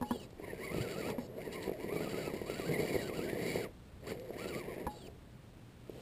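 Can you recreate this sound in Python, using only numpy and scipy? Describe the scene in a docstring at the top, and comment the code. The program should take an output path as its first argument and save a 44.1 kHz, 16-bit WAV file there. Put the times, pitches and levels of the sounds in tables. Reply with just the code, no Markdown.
"""Radio-controlled crawler on rocks

A model truck climbs outdoors in short bursts of throttle. Its gears whine at the tooth-mesh rate and
rasp by friction, surging as the drive shaft turns. Impacts excite damped modes: the chassis rattles,
tyres knock on stone and the suspension clunks. A steering servo whirs. The slow sample-and-hold of a
small camera close by mirrors the sound into the treble."""
import sys
import numpy as np
from scipy import signal
from scipy.fft import rfft, irfft, next_fast_len
from scipy.io import wavfile
from scipy.ndimage import uniform_filter1d, map_coordinates

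SR = 44100
rng = np.random.default_rng(int(sys.argv[2]) if len(sys.argv) > 2 else 0)


def int16_out(signal):
    """Quantize to a 16-bit WAV file."""
    q = np.round(np.clip(np.atleast_2d(signal).T, -1, 1) * 32767)
    wavfile.write(sys.argv[1], SR, q.astype(np.int16))


N = 265041
TIME = np.arange(N) / SR


def amp(db):
    """Decibels to amplitude ratio."""
    return 10 ** (np.asarray(db) / 20)


def unit(x):
    """Normalisation to rms 1."""
    return x / np.sqrt(np.mean(x ** 2) + 1e-20)


def curves(rows):
    """Linear interpolation in time of each later column; the end values hold."""
    times, *columns = np.transpose(rows)
    return [np.interp(TIME, times, column) for column in columns]


def spells(rows, ramp_s):
    """Gating: each row's value from its start to its end, with linear ramps; zero elsewhere."""
    steps = sum(value * ((TIME > start) & (TIME < end)) for start, end, value in rows)
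    return uniform_filter1d(1. * steps, size=max(round(ramp_s * SR), 1))


def wobble(rate):
    """Smooth random modulation, rate knots a second."""
    return map_coordinates(rng.standard_normal(int(N * rate / SR) + 4), [TIME * rate])


def filtered(x, response):
    """Linear filtering: the spectrum of x times a frequency response."""
    size = next_fast_len(N + SR // 2)
    return irfft(rfft(x, size) * response(np.fft.rfftfreq(size, 1 / SR)), size)[:N]


def coloured(x, points):
    """Spectral shaping by (frequency [Hz], gain [dB]) points joined on a log axis."""
    f, db = np.transpose(points)
    return filtered(x, lambda hz: amp(np.interp(np.log(hz + 1), np.log(f), db)))


def impacts(rate, spread_db):
    """A Poisson train of impulses of scattered size, at rms 1."""
    chance, sign, size = rng.random(N), rng.choice([-1, 1], N), rng.standard_normal(N)
    return unit((chance < rate / SR) * sign * amp(spread_db * np.clip(size, -2, 2)))


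def ringing(modes, t, attack_s=0.0011):
    """Free vibration: exponentially decaying modes, each struck with slightly random strength."""
    ring = sum(amp(db + rng.normal(0, 1) - 60 * t / t60) * np.sin(2 * np.pi * hz * t)
               for hz, db, t60 in modes)
    return ring * (1 - np.exp(-t / attack_s))


def with_speed(mesh_hz, top_db, knee_hz, steepness):
    """A power law in motor speed that saturates above the knee, in dB."""
    return top_db - 10 * steepness * np.log10(1 + (knee_hz / mesh_hz) ** 2)


def add(track, start_s, sound):
    """Superposition of a sound on the track."""
    part = track[max(round(start_s * SR), 0):][:len(sound)]
    part += sound[:len(part)]


# outdoor background: (frequency [Hz], gain [dB])
AIR_SPECTRUM = [(12, -51), (20, -5), (43, -4.5), (98, -5.5), (127, 3.5), (140, -6), (154, -1.5),
                (912, -20.5), (1270, -23.5), (2530, -27), (3970, -29), (5400, -33), (5800, -24.5),
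                (7540, -86), (12800, -120)]

def air(level_db=-55.5, breeze_db=-63, gust_db=3):
    """Broadband ambient noise: a steady rush, with a light breeze modulating the bass."""
    rush = amp(level_db) * unit(coloured(rng.standard_normal(N), AIR_SPECTRUM))
    bass = [(20, -20), (55, 5.5), (110, 2.5), (300, -47), (1000, -84)]
    breeze = unit(coloured(rng.standard_normal(N), bass))
    return rush + amp(breeze_db + gust_db * wobble(4.3)) * breeze


# modes of the body shell and of a spring: (frequency [Hz], gain [dB], decay time T60 [s])
SHELL_MODES = [(243, 2.5, 0.096), (404, -26, 0.038), (500, 0.5, 0.037)]
SPRING_MODES = [(840, -3.5, 0.24), (951, 7.5, 0.039), (1073, -8, 0.08), (1425, -14, 0.066),
                (1704, -9, 0.076)]
# suspension blows: (time [s], relative shell level [dB], relative spring level [dB])
SUSPENSION_BLOWS = [(.012, -30.5, -38), (.024, -33, -32), (0.108, -25.5, -29.5), (0.117, -32.5, -36.5),
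                    (1.085, -38, -37), (1.1, -39, -40), (1.182, -28, -40.5), (2.275, -37.5, -42),
                    (4.867, -32, -30.5), (4.873, -31, -47)]

def suspension_clunks(crack_db=-9):
    """Impact excitation: the suspension snaps over an edge, the shell thumps and a spring rings."""
    track, t = np.zeros(N), np.arange(SR // 3) / SR
    for start, shell_db, spring_db in SUSPENSION_BLOWS:
        crack = amp(crack_db - 60 * t / 0.05) * rng.standard_normal(len(t))
        shell = amp(shell_db - 3) * ringing(SHELL_MODES, t)
        spring = amp(spring_db - 4) * (ringing(SPRING_MODES, t) + crack)
        add(track, start, shell + spring)
    return track


# tyres taking the weight: (time [s], bounce frequency [Hz], level [dB])
LANDINGS = [(0.015, 84.5, -28), (0.11, 90, -31), (0.729, 96, -32), (.78, 52, -38), (0.761, 169, -24),
            (0.803, 127, -22.5), (1.097, 103, -37), (2.692, 145.7, -23), (2.955, 113, -25),
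            (3.33, 133, -38), (4.862, 72.4, -25.5)]

def tyre_thuds(t60=0.07):
    """A damped oscillator: a soft tyre lands and bounces for a few low cycles."""
    track, t = np.zeros(N), np.arange(SR // 4) / SR
    for start, hz, db in LANDINGS:
        add(track, start, amp(db) * ringing([(hz, 0, t60)], t, attack_s=0.0064))
    return track


# chassis patter: (frequency [Hz], gain [dB])
RATTLE_SPECTRUM = [(35, -46), (60, -17), (172, -2), (210, -3.5), (290, -6), (365, -0.5), (459, 0),
                   (546, -7), (660, -8.5), (818, -19.5), (1040, -22), (1500, -40), (1950, -26),
                   (3300, -120)]
# low chassis rattle at rest and while the motor slows: (start [s], end [s], level [dB])
LOW_RATTLE = [(0.031, 0.25, -49), (0.273, .42, -69), (1.197, 1.361, -50), (4.87, 5.125, -53.5),
              (5.89, 6.05, -53)]
# spells of quieter and louder chassis rattle: (start [s], end [s], level change [dB])
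RATTLE_SPELLS = [(.4, .72, -1.5), (1.05, 1.14, 3), (1.8, 2.33, 1.5), (2.68, 2.85, 3.5), (3.01, 3.3, 0),
                 (4.04, 4.16, 0.5), (4.21, 4.29, -1)]

def chassis_rattle(mesh_hz, powered, lurch_db=1.0):
    """Shot noise: loose links and tyre lugs patter through the chassis, louder and denser at speed."""
    speed_db = with_speed(mesh_hz, top_db=-36, knee_hz=2420, steepness=1.076)
    driven = powered * amp(speed_db + spells(RATTLE_SPELLS, ramp_s=0.01))
    low = spells([(start, end, amp(db)) for start, end, db in LOW_RATTLE], ramp_s=0.15)
    patter = impacts(300 + .25 * mesh_hz, spread_db=1.5) + 1.13 * rng.standard_normal(N)
    lurch = amp(lurch_db * wobble(25.18))
    return (driven + low) * lurch * unit(coloured(patter, RATTLE_SPECTRUM))


# gearbox casing: (frequency [Hz], bandwidth [Hz], gain [dB])
CASING_MODES = [(816, 1530, -3), (2410, 80, -2), (2880, 100, 5.5), (3348, 33, 5), (3920, 117, 4.5),
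                (4483, 78, 13), (4547, 464, 5), (5400, 6300, -98)]

def casing(force):
    """Forced vibration: second-order resonances summed with alternating signs, at rms 1."""
    def response(f):
        return sum((-1) ** k * amp(db) * 1j * f * width / (hz * hz - f * f + 1j * f * width)
                   for k, (hz, width, db) in enumerate(CASING_MODES))
    return unit(filtered(force, response))


# one list per steering movement: (time [s], gear frequency [Hz], level [dB])
STEERING = [
    [(.045, 2130, -68), (.072, 2900, -62), (.1, 2900, -66), (.132, 3540, -55.5), (.16, 3210, -58),
     (.19, 3190, -63), (.207, 2870, -57), (.245, 2520, -56.5), (.262, 1980, -67)],
    [(1.185, 5150, -73), (1.215, 5320, -66), (1.27, 5244, -67)],
    [(4.89, 3800, -81.5), (4.912, 3800, -56), (4.935, 3710, -71), (4.967, 4000, -60.5), (5.003, 3620, -70),
     (5.017, 3420, -57.5), (5.036, 3210, -71), (5.065, 2990, -64), (5.083, 2100, -66)],
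]

def steering_servo(octave_db=-4, rasp_db=-5, flutter_db=3, catch_db=4.0):
    """Gear-mesh tone: the servo sings with its octave over a rasp that grows with its effort."""
    track = np.zeros(N)
    for turn in STEERING:
        hz, db = curves(turn)
        phase = 2 * np.pi * np.cumsum(hz * (1 + 0.00592 * wobble(300))) / SR
        running = spells([(turn[0][0], turn[-1][0], 1)], ramp_s=400 / SR)
        flutter = amp(flutter_db * wobble(150) + catch_db * wobble(45))
        tone = flutter * (np.sin(phase) + amp(octave_db) * np.sin(2 * phase))
        rasp = amp(rasp_db) * casing(rng.standard_normal(N))
        track += running * (amp(db) * tone + (amp(db) + amp(-62)) * rasp)
    return track


# chassis resonances: (frequency [Hz], bandwidth [Hz], gain [dB])
CHASSIS_MODES = [(209, 50, -9.5), (400, 163, 10.5), (600, 55, -14)]
# tyres and axles striking stone: (time [s], relative peak level [dB])
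STONE_BLOWS = [(.158, -29), (0.33, -40), (.398, -31.5), (.44, -33), (.481, -32), (.533, -29.5),
               (.745, -21.5), (0.783, -22.5), (1.477, -28.5), (1.678, -22.5), (1.694, -22.5), (1.716, -24),
               (1.844, -26), (1.925, -25), (1.963, -22.5), (2.007, -23.5), (2.046, -28), (2.074, -26),
               (2.132, -25.5), (2.143, -25.5), (2.277, -26.5), (2.337, -23.5), (2.416, -23), (2.498, -25.5),
               (2.597, -23), (2.692, -31), (2.722, -26.5), (2.801, -23.5), (2.832, -28), (2.943, -24),
               (2.955, -21.5), (2.963, -18), (3.096, -26), (3.192, -23.5), (3.331, -24.5), (3.557, -21),
               (4.109, -31), (4.12, -27.5), (4.306, -26.5), (4.366, -28), (4.457, -27), (4.766, -30.5),
               (4.781, -29.5), (5.084, -35.5), (5.896, -30)]

def stone_knocks(contact_db=-30, attack_s=0.0013):
    """Impulse response: each blow briefly rings the damped chassis, with a faint tick of contact."""
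    track, t = np.zeros(N), np.arange(SR // 12) / SR
    hz, width, db = np.transpose(CHASSIS_MODES)[:, :, None]
    for start, blow_db in STONE_BLOWS:
        detune, strength = rng.standard_normal((2, len(CHASSIS_MODES), 1))
        envelopes = amp(db + 2 * strength) * np.exp(-np.pi * width * t)
        ring = np.sum(envelopes * np.sin(2 * np.pi * hz * (1 + .06 * detune) * t), axis=0)
        ring *= 1 - np.exp(-t / attack_s)
        tick = amp(contact_db - 60 * t / 0.045) * rng.standard_normal(len(t))
        add(track, start, amp(blow_db - 2.5) * (ring / np.abs(ring).max() + tick))
    return track


# brief bright ticks; the one at 1.63 s starts a gear grind: (time [s], relative level [dB])
TICKS = [(0.306, -57), (0.7867, -47), (1.102, -40), (1.63, -44), (4.1977, -49), (4.2499, -60), (5.874, -57)]

def bright_ticks(t60=0.016):
    """Broadband transients: fast-decaying bursts of noise, weighted to the treble."""
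    track, t = np.zeros(N), np.arange(SR // 20) / SR
    for start, db in TICKS:
        add(track, start, amp(db - 60 * t / t60) * rng.standard_normal(len(t)))
    return coloured(track, [(800, -14), (3000, 9), (6000, 5)])


# one list per push of the throttle: (time [s], nominal tooth-mesh frequency [Hz])
THROTTLE = [
    [(0.4, 663), (0.444, 1118.0), (0.525, 748), (0.842, 1448), (1.119, 1216), (1.149, 610.4), (1.25, 432.4)],
    [(1.31, 380.0), (1.461, 913), (1.636, 1008), (1.761, 650), (1.805, 868), (2.031, 1341.0), (2.235, 1410),
     (2.316, 1022), (2.41, 937)],
    [(2.42, 948), (2.553, 1461), (2.643, 1220), (2.741, 2032.0), (2.906, 2345), (3.119, 1144),
     (3.491, 2276), (3.588, 2202), (3.7, 372)],
    [(4.02, 420.5), (4.098, 1449), (4.164, 515.5), (4.307, 452.4), (4.337, 709), (4.453, 1475),
     (4.632, 996), (4.87, 854)],
]

def motor(teeth_per_bind=114, bind_depth=0.1018, inertia_knee_hz=2085, take_up_s=0.0079, cut_s=0.005):
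    """Frequency modulation: the turning shaft binds and swings the mesh rate; inertia evens it out."""
    hz, = curves(np.concatenate(THROTTLE))
    shaft_phase = 2 * np.pi * np.cumsum(hz) / SR / teeth_per_bind
    swing = bind_depth / (1 + (hz / inertia_knee_hz) ** 4)
    mesh_hz = hz * (1 + swing * np.sin(shaft_phase))
    pushes = [(push[0][0] + take_up_s, push[-1][0] - cut_s, 1) for push in THROTTLE]
    powered = spells(pushes, ramp_s=0.089)
    return mesh_hz, powered


# radiation of the tooth tone and of its overtones: (frequency [Hz], gain [dB])
TONE_RADIATION = [(380, -58), (465, -49), (520, -48.5), (640, -46), (800, -66.5), (1050, -53), (1400, -55),
                  (1750, -55), (2100, -52), (2450, -50)]
OVERTONE_RADIATION = [(300, -15), (1100, -21), (1600, 1.5), (1850, 7), (2100, 7), (2350, 6.5), (2600, 7),
                      (3400, -4), (6000, -5)]

def gear_whine(phase, ring_db, flare_db=-11.5, flutter_db=2.6, roughness=0.3):
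    """Modulation sidebands: uneven teeth smear the mesh harmonics, which flare at gearbox resonance."""
    tone = amp(flutter_db * wobble(55)) * np.sin(phase) + roughness * wobble(380) * np.cos(phase)
    overtones = np.zeros(N)
    for order, db in [(2, 0), (3, -7), (4, -12)]:
        harmonic = amp(4.5 * wobble(45) - 2) * np.sin(order * phase)
        sidebands = 1.2 * wobble(600) * np.cos(order * phase)
        overtones += amp(db) * (harmonic + sidebands)
    flare = amp(ring_db + flare_db) * coloured(overtones, OVERTONE_RADIATION)
    return coloured(tone, TONE_RADIATION) + flare


# main resonance of the gearbox housing: (frequency [Hz], gain [dB])
HOUSING_RESPONSE = [(1300, -57), (1650, -8), (1870, -1), (2100, 2.5), (2330, 0.5), (2520, -8.5),
                    (3200, -13.5), (4200, -16)]

def gear_rasp(phase, mesh_hz, rasp_db, ring_db, bite=0.57, flutter_db=2.0, runout=0.087):
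    """Friction noise: teeth scrape once per mesh cycle, and backlash chatter rings the housing."""
    scrape = unit(rng.standard_normal(N) * (1 + bite * np.cos(phase)))
    chatter = impacts(mesh_hz / 2, spread_db=1.0)
    pinion = 1 + runout * np.sin(phase / 14)  # harder once per turn of the 14-tooth pinion
    rasp = amp(rasp_db + flutter_db * wobble(60)) * casing(pinion * (scrape + 1.77 * chatter))
    ring_gain = amp(ring_db + flutter_db * wobble(60))
    ring = unit(coloured(impacts(mesh_hz, spread_db=-5.5), HOUSING_RESPONSE))
    return rasp + ring_gain * ring


# spells in which the housing howls: (start [s], end [s], drive level [dB])
HOWL_SPELLS = [(0.495, 0.516, -50), (0.588, .72, -50.5), (1.53, 1.572, -58), (1.892, 1.98, -54),
               (2.734, 2.772, -43), (2.787, 2.816, -44.5), (2.892, 2.968, -55), (2.987, 2.997, -40),
               (3.452, 3.6, -58), (4.51, 4.564, -56)]

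def housing_howl(phase, switch_s, flutter_db=5.0):
    """Resonance: the tooth tone or its octave drives the housing into a wavering note."""
    drive = spells([(start, end, amp(db)) for start, end, db in HOWL_SPELLS], switch_s)
    uneven_phase = phase + 0.45 * wobble(450)
    note = np.sin(uneven_phase) + np.sin(2 * uneven_phase)
    return coloured(drive * amp(flutter_db * wobble(110)) * note, HOUSING_RESPONSE)


# teeth grinding under load or running slack: (start [s], end [s], rasp level change [dB])
GEAR_LOADS = [(.4, .6, -5), (.61, .725, 5.5), (.725, 1.125, 9), (1.14, 1.36, -7), (1.522, 1.562, 14.5),
              (1.62, 1.68, 9), (1.935, 2.02, 7), (2.02, 2.297, 9), (2.305, 2.45, 6), (2.457, 2.72, 8),
              (2.72, 3.09, 7.5), (3.135, 3.27, 7), (3.42, 3.65, 9), (3.655, 3.73, -20), (4.065, 4.133, 9),
              (4.14, 4.36, -2), (4.38, 4.6, 8.5), (4.62, 4.87, -5.5)]

def drive_train(mesh_hz, switch_s=0.011, jitter=0.011):
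    """Gear noise grows with speed and load; whine, howl and rasp share one mesh phase."""
    load_db = spells(GEAR_LOADS, switch_s)
    rasp_db = with_speed(mesh_hz, top_db=-61.5, knee_hz=1500, steepness=0.47) + load_db
    ring_db = with_speed(mesh_hz, top_db=-51.5, knee_hz=783, steepness=1.97) + 0.09 * load_db
    phase = 2 * np.pi * np.cumsum(mesh_hz * (1 + jitter * wobble(110))) / SR
    tones = gear_whine(phase, ring_db) + housing_howl(phase, switch_s)
    return tones + gear_rasp(phase, mesh_hz, rasp_db, ring_db)


# tyres scuffing as the truck slides back: (time [s], relative level [dB])
SLIDE = [(5.8, -80), (5.9, -69), (5.97, -65.5), (6.01, -62)]

def tyre_scuff():
    """Sliding friction: rubber drags over dry grit in tiny impacts, swelling from a faint floor."""
    db, = curves(SLIDE)
    grains = coloured(impacts(1500, spread_db=0), [(400, -9), (3000, -3), (6000, -8)])
    return amp(db + 4) * unit(grains)


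def scene():
    """Superposition in one channel: the motor drives gears and rattle; blows, servo and air join in."""
    mesh_hz, powered = motor()
    driving = powered * drive_train(mesh_hz) + chassis_rattle(mesh_hz, powered)
    transients = stone_knocks() + tyre_thuds() + suspension_clunks() + bright_ticks()
    return (driving + transients + tyre_scuff() + steering_servo() + air())[None]


def record(dry, hold_hz=12000, antialias_hz=5700, top_hz=15330):
    """Zero-order hold: holding each slow sample leaves mirror images either side of the sampling rate."""
    smooth = filtered(dry[0], lambda hz: 1 / np.sqrt(1 + (hz / antialias_hz) ** 24))
    samples = signal.resample_poly(smooth, hold_hz, SR)
    stairs = signal.resample_poly(np.repeat(samples, 4), SR, 4 * hold_hz)[:N]
    return filtered(stairs, lambda hz: hz < top_hz)[None]


dry = scene()
out = record(dry)
int16_out(out)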